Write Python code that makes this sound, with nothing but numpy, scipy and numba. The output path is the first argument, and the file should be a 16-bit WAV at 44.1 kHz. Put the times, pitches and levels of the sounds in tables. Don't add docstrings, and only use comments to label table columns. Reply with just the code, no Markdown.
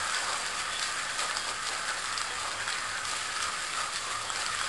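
import sys
import numpy as np
from scipy import signal
from scipy.fft import rfft, irfft, next_fast_len
from scipy.io import wavfile
from scipy.ndimage import uniform_filter1d
from numba import njit

SR = 44100
rng = np.random.default_rng(int(sys.argv[2]) if len(sys.argv) > 2 else 0)


def boost(x):
    u = np.asarray(x, float) / 20
    return 10 ** u


def put_to_file(sound):
    columns = np.atleast_2d(sound).T
    safe = np.clip(columns, -1, 1)
    whole_steps = np.round(safe * 32767)
    wavfile.write(sys.argv[1], SR, whole_steps.astype(np.int16))


N = 206737

# centre_hz, width_hz, relative level_db
BURR_MODES = [(4170, 630, 0), (5000, 120, -16), (7600, 380, 13), (7900, 1400, -2)]


def level(x, db):
    return x * boost(db) / np.sqrt(np.mean(x ** 2))


def curve(table):
    s, *columns = np.transpose(table)
    return [np.interp(np.arange(N) / SR, s, c) for c in columns]


def walk(rate):
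    k = int(SR / rate)
    steps = np.repeat(rng.standard_normal(N // k + 1), k)
    return 1.39 * uniform_filter1d(uniform_filter1d(steps, k), k)[:N]


def swells(times, heights, dies_s, rise_s):
    t = np.arange(N) / SR
    out = np.zeros(N)
    for s, height, die_s in zip(times, heights, dies_s):
        rise = np.clip(1 + (t - s) / rise_s, 0, 1)
        out += height * rise * np.exp(-np.maximum(t - s, 0) / die_s)
    return out


@njit
def band(x, hz, width):
    y, b, l = np.empty(len(x)), 0., 0.
    for i in range(len(x)):
        g, k = np.tan(np.pi * hz[i] / SR), width / hz[i]
        v = (b + g * (x[i] - l)) / (1 + g * (g + k))
        b, l, y[i] = 2 * v - b, l + 2 * g * v, k * v
    return y


def ring(force, modes):
    out = np.zeros(N)
    for hz, width, db in modes:
        b, a = signal.iirpeak(hz, hz / width, fs=SR)
        out += boost(db) * signal.lfilter(b, a, force * rng.standard_normal(N))
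    return out


def colour(x, points):
    hz, db = np.transpose(points)
    size = next_fast_len(N)
    f = np.maximum(np.arange(size // 2 + 1) * SR / size, 1)
    gain = boost(np.interp(np.log(f), np.log(hz), db))
    return irfft(rfft(x, size) * gain, size)[:N]


def grinding():
    # s, crushing_db, damp_db
    feed = [(0, -38, -0.5), (.35, -36.5, 4.5), (.68, -40, -1), (.9, -39.5, -0.5), (1.15, -40, -2.5),
            (1.45, -41, 0), (1.63, -42.5, -3), (1.85, -42.5, -3.5), (2.1, -39.5, 2.5), (2.45, -41, 1),
            (2.9, -42, -2.5), (3.05, -40.5, 2), (3.4, -40, -1), (3.7, -39, 3), (3.9, -40, 1),
            (4.22, -41.5, 4), (4.4, -38, 0.5), (4.55, -39, 4.5), (4.69, -37.5, 2)]
    # start_s, swell_db, dies_s, sideways_load_on_shaft_db
    bites = [(.15, 1, 0.12, 13), (.33, -1.5, .05, 7), (.6, 4.5, 0.024, -1), (.72, 3, 0.09, -9),
             (.83, 3, 0.13, 8), (1.2, 6.5, 0.059, -3), (1.37, 2.5, 0.13, 8), (1.49, 3, .05, 7),
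             (1.67, 6, 0.2, 4), (1.89, 2, 0.021, 4), (1.96, 0, .04, -3), (2.18, 3, 0.024, 9),
             (2.4, 3.5, 0.084, 0), (2.52, 1.5, 0.019, 8), (2.62, 2.5, .05, 0), (2.7, 4.5, 0.13, -2),
             (3.08, 3.5, 0.23, 3), (3.43, 5.5, 0.024, 3), (3.6, 0.5, .05, -2), (3.79, 4, 0.031, 0),
             (3.95, 2.5, 0.21, 2), (4.12, 5.5, 0.023, -7), (4.31, -0.5, .05, 1), (4.41, 1.5, 0.087, 2)]
    # start_s, swell_db, dies_s, resonance_hz
    scrapes = [(.16, 7.5, 0.06, 1630), (.45, 3.5, 0.033, 1620), (.64, 2, 0.054, 1760), (1., 2, .05, 1770),
               (1.3, 7, 0.024, 1640), (1.39, 3, .04, 1520), (1.72, 3, .06, 1650), (1.9, 5, 0.033, 1620),
               (2.08, 6.5, .1, 1760), (2.31, 4, 0.036, 1740), (2.61, 8, 0.037, 1480),
               (2.69, 5.5, .05, 1760), (2.76, 3, .06, 1880), (2.96, 6.5, .04, 1500), (3.6, 5, 0.043, 1750),
               (3.93, 2, 0.045, 1780), (4.1, 5, 0.039, 1760), (4.54, 8.5, 0.086, 1680)]
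    # start_s, swell_db, dies_s
    jolts = [(.03, 5.5, 0.024), (.2, 6.5, 0.15), (.33, 3, 0.092), (.55, 2, 0.14), (.9, 3.5, 0.021),
             (1.23, 11, 0.05), (1.37, 7, 0.027), (1.5, 11, 0.034), (1.72, 11, 0.076), (1.9, 4.5, 0.033),
             (1.98, 5, 0.021), (2.28, 5.5, 0.11), (2.46, 7, 0.32), (2.98, 2.5, 0.031), (3.13, 6.5, 0.035),
             (3.81, 4.5, 0.11), (4.08, 7, 0.091), (4.25, 6, 0.097), (4.4, 2.5, 0.033), (4.62, -0.5, 0.034)]
    # centre_hz, width_hz, relative level_db
    air_modes = [(1180, 100, -1), (1250, 150, -0.5), (1375, 160, 3)]
    wall_modes = [(1500, 74, 5), (1635, 91, -7), (1798, 74, -3.5), (2050, 240, -8), (2670, 570, -8)]
    cup_modes = [(381, 220, -7), (550, 90, 0), (721, 117, -1), (877, 130, 1.5), (1070, 74, 4)]
    shaft_modes = [(4750, 150, -5), (5030, 170, -14)]

    crush_db, damp_db = curve(feed)
    wall_db = crush_db + 0.2 - damp_db
    cup_db = crush_db - 8 - 0.32 * damp_db
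    s, swell_db, dies_s, load_db = np.transpose(bites)
    crush_db = crush_db + swells(s, swell_db, dies_s, rise_s=.03)
    shaft_db = -4.5 + swells(s, load_db, dies_s, rise_s=.03)
    s, swell_db, dies_s, hz = np.transpose(scrapes)
    wall_db = wall_db + swells(s, swell_db, dies_s, rise_s=0.044)
    scrape_hz = curve(np.c_[s, hz])[0] + 60 * walk(15)
    cup_db = cup_db + swells(*np.transpose(jolts), rise_s=.06)
    air_db, air_hz = cranking()

    beans = crackle(per_s=500, spread_db=3., most_db=10, rub=1.8, bite_db=1.)
    body = crackle(per_s=300, spread_db=-0.5, most_db=8.5, rub=3.3, bite_db=-0.36)
    knocks = 0.41 * beans + body

    burr = level(ring(beans, BURR_MODES), -10.5) + level(crumbs(beans), 0.27)
    shaft = boost(shaft_db) * level(ring(beans, shaft_modes), -10.0)

    sliding = band(knocks * rng.standard_normal(N), air_hz, 100.)
    air = band(level(ring(knocks, air_modes), -3) + level(sliding, -2), air_hz, 300.)
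    scrape = band(knocks * rng.standard_normal(N), scrape_hz, 380.0)
    scrape = band(scrape, scrape_hz, 380.0)
    wall = band(ring(knocks, wall_modes), np.full(N, 1900.), 950.0)
    wall = level(wall, -6.5) + level(scrape, -5)
    cup = band(ring(knocks, cup_modes), np.full(N, 750.), 1130.0)

    tube = boost(air_db) * level(air, -0.34) + boost(wall_db) * wall
    return boost(crush_db) * (burr + shaft) + squeaks(knocks) + tube + boost(cup_db) * level(cup, -0.085)


def crackle(per_s, spread_db, most_db, rub, bite_db):
    sizes_db = np.minimum(spread_db * rng.exponential(size=N), most_db)
    hits = (rng.random(N) < per_s / SR) * boost(sizes_db)
    breaks = signal.lfilter([1], [1, -np.exp(-1 / (0.00043 * SR))], hits)
    return level((level(breaks, 0) + rub) * boost(bite_db * walk(50)), 0)


def crumbs(beans):
    # low_hz, high_hz
    registers = [(1500, 3300), (3700, 6220), (6400, 16000)]
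    # hz, gain_db
    crumb_spectrum = [(1180, -13), (2000, 0), (3010, -1), (3310, 1.5), (3960, -2.5), (4800, -2), (5830, -8),
                      (7020, -3), (7670, -3.5), (10100, -7), (10600, -12), (11800, -24), (15300, -58),
                      (22000, -120)]
    out = np.zeros(N)
    for lo_hz, hi_hz in registers:
        force = beans + crackle(per_s=900, spread_db=2., most_db=8, rub=1.4, bite_db=1.4)
        sos = signal.butter(2, (lo_hz, hi_hz), "band", fs=SR, output="sos")
        out += signal.sosfilt(sos, force * rng.standard_normal(N))
    return colour(out, crumb_spectrum)


def cracks():
    # start_s, relative snap_db, pitch_hz, relative thud_db into the tube
    loud_beans = [(0.0973, -25, 3210, -9), (0.1216, -21, 7490, -11), (0.146, -17, 3400, -10),
                  (0.2002, -26, 5190, -18), (0.3295, -20.5, 3920, -8.5), (0.7948, -18, 5280, -18),
                  (0.8274, -18.5, 4890, -17), (0.9965, -25, 2000, -8), (1.1925, -19, 3900, -27),
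                  (1.2035, -20, 3500, -18), (1.3102, -20.5, 2690, -7), (1.3693, -15, 4900, -15),
                  (1.4905, -26, 4680, -14), (1.6701, -21, 3900, -13), (1.6876, -18, 4140, -16),
                  (1.7504, -22.5, 2050, -19), (1.8906, -20.5, 4800, -9), (1.9443, -25, 2330, -11),
                  (1.972, -22.5, 2540, -20), (2.0573, -22, 2200, -22), (2.177, -15, 4780, -14),
                  (2.215, -17.5, 2130, -7), (2.4023, -26, 3540, -11), (2.5152, -23.5, 7540, -12),
                  (2.6783, -21.5, 3540, -4), (2.7028, -23, 3320, -23), (2.7267, -19, 4160, -23),
                  (2.7852, -23, 4090, -10), (3.052, -20, 4480, -17), (3.1143, -19, 4470, -14),
                  (3.3636, -22, 3480, -10), (3.4034, -21, 3080, -11), (3.427, -20, 5050, -16),
                  (3.6322, -34, 2100, -13), (3.7359, -21, 2660, -15), (3.959, -19.5, 3460, -13),
                  (4.1248, -29, 3240, -5), (4.3011, -20, 2250, -8), (4.359, -20.5, 4830, -10),
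                  (4.42, -19, 2920, -17), (4.4635, -17.5, 2010, -27), (4.5486, -20, 8000, -11),
                  (4.589, -19, 3290, -14), (4.613, -19, 2330, -5.5)]
    t = np.arange(int(.015 * SR)) / SR
    steady = np.ones(len(t))
    beans = np.r_[loud_beans, small_cracks(count=25)]
    noises = rng.standard_normal((len(beans), len(t)))
    out = np.zeros(N + len(t))
    for (s, db, hz, thud_db), noise in zip(beans, noises):
        burst = noise * t * np.exp(-t / .0005)
        bright = band(band(burst, 3600. * steady, 4000.), 3600. * steady, 4000.)
        snap = band(burst, hz * steady, .25 * hz) + .7 * bright
        for f, width, gain_db in BURR_MODES:
            snap = snap + 0.25 * boost(gain_db) * band(burst, f * steady, 1. * width)
        thud = band(band(burst, 1390.0 * steady, 650.0), 1480.0 * steady, 700.)
        bean = snap / np.abs(snap).max() + boost(thud_db + 6) * thud / np.abs(thud).max()
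        i = int(s * SR)
        out[i:i + len(t)] += boost(db) * bean
    return signal.lfilter(*signal.butter(4, 10500, fs=SR), out[:N])


def small_cracks(count):
    u = rng.random((count, 4))
    s = u[:, 0] * N / SR
    snap_db = -27.5 + 8 * (u[:, 1] - .5)
    pitch_hz = 2000 * 2.5 ** u[:, 2]
    thud_db = -10.5 + 12 * (u[:, 3] - .5)
    return np.c_[s, snap_db, pitch_hz, thud_db]


def cranking():
    # s, swell_db, air_column_hz
    turns = [(-.28, 8, 1250), (.04, 6.5, 1264), (.31, 9, 1204), (.62, 4, 1250), (.94, 5, 1235),
             (1.23, 7.5, 1240), (1.55, 2.5, 1235), (1.86, 4, 1250), (2.19, 8.5, 1254), (2.46, 5.5, 1194),
             (2.8, 5.5, 1240), (3.12, 4.5, 1260), (3.47, 8, 1265), (3.81, 8, 1240), (4.12, 7, 1194),
             (4.49, 6.5, 1270), (4.8, 9, 1250)]
    swell_db, hz = curve(turns)
    turn = np.interp(np.arange(N) / SR, np.transpose(turns)[0], np.arange(len(turns)))
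    facing = (.5 + .5 * np.cos(2 * np.pi * turn)) ** 0.93
    air_db = -44 + swell_db * facing + 0.32 * walk(15)
    return air_db, hz + 24 * walk(12)


def squeaks(force):
    # start_s, length_s, level_db (rms ahead of the fades), pitch_hz
    squeak_notes = [(.08, 0.088, -50, 3300), (0.709, 0.088, -41, 3430), (1.051, 0.14, -49, 3320),
                    (1.378, 0.084, -46, 3300), (2.283, 0.056, -42.5, 3290), (2.535, 0.084, -49, 3290),
                    (2.673, 0.08, -42, 3340), (3.949, 0.096, -50, 3380), (4.263, .07, -44, 3300),
                    (4.567, 0.14, -45, 3300)]
    out = np.zeros(N)
    t = np.arange(N) / SR
    for s, length, db, hz in squeak_notes:
        edge = np.clip(np.minimum(t - s, s + length - t) / 0.021, 0, 1)
        on = edge > 0
        pitch = np.full(on.sum(), 1. * hz)
        note = band(force[on] * rng.standard_normal(on.sum()), pitch, 200.)
        note = band(note, pitch, 200.)
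        out[on] = edge[on] * level(note, db)
    return out


def room(x, t60_s, wet_db, damp_hz, count=5):
    t = np.arange(int(.3 * SR)) / SR
    decay = np.exp(-np.log(1000) * t / t60_s) * (t > .003)
    tails = rng.standard_normal((count, len(t))) * decay
    tails = signal.lfilter(*signal.butter(1, damp_hz, fs=SR), tails)
    spots = np.array([walk(18) for _ in tails])
    spots /= np.sqrt(np.sum(spots ** 2, axis=0))
    wet = np.zeros(N)
    for spot, tail in zip(spots, tails):
        wet += signal.fftconvolve(x * spot, tail / np.sqrt(np.sum(tail ** 2)))[:N]
    return x + boost(wet_db) * wet


def background():
    # hz, relative level_db
    rumble_spectrum = [(12, -29), (20, -3.5), (48, -8.5), (92, -9), (141, -9.5), (263, -10.5), (543, -13.5),
                       (600, -19), (780, -56), (1320, -120)]
    # middle_s, length_s, level_db (peak, before it wavers)
    throbs = [(.0, .25, -55), (.3, .2, -63), (.5, .2, -61), (0.684, .2, -56), (.93, .15, -57),
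              (1.145, 0.14, -59.5), (1.37, 0.14, -57), (1.54, 0.14, -57), (1.73, 0.28, -57.5),
              (2.14, 0.27, -53.5), (2.38, 0.28, -54.5), (2.603, 0.19, -54), (2.878, .3, -54),
              (3.07, 0.12, -52), (3.2, .12, -55.5), (3.31, 0.11, -55.5), (3.45, 0.18, -52),
              (3.797, .3, -60), (4.06, .18, -56), (4.197, .2, -53), (4.4, 0.27, -56), (4.58, .25, -54)]
    t = np.arange(N) / SR
    rumble = level(colour(rng.standard_normal(N), rumble_spectrum), -55)
    throb = np.zeros(N)
    for s, length, db in throbs:
        throb += boost(db) * np.cos(np.pi * np.clip((t - s) / length, -.5, .5))
    hum_hz = 93 + 4.02 * walk(11)
    hum = boost(1.2 * walk(10)) * throb * np.sin(2 * np.pi * np.cumsum(hum_hz) / SR)
    mains = boost(-67) * np.sin(2 * np.pi * 200 * t)
    return rumble + hum + mains


def scene():
    mill = room(grinding() + cracks(), t60_s=0.22, wet_db=-12.0, damp_hz=9250)
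    return (boost(0.4) * mill + background())[None]


def roll_off(x):
    return signal.sosfilt(signal.butter(12, 12200, fs=SR, output="sos"), x)


def record(dry):
    cut = signal.sosfilt(signal.ellip(8, .3, 70, 11550, fs=SR, output="sos"), dry)
    cut = signal.lfilter(*signal.butter(2, 26, "high", fs=SR), cut)
    return roll_off(cut + .0015)


dry = scene()
out = record(dry)
put_to_file(out)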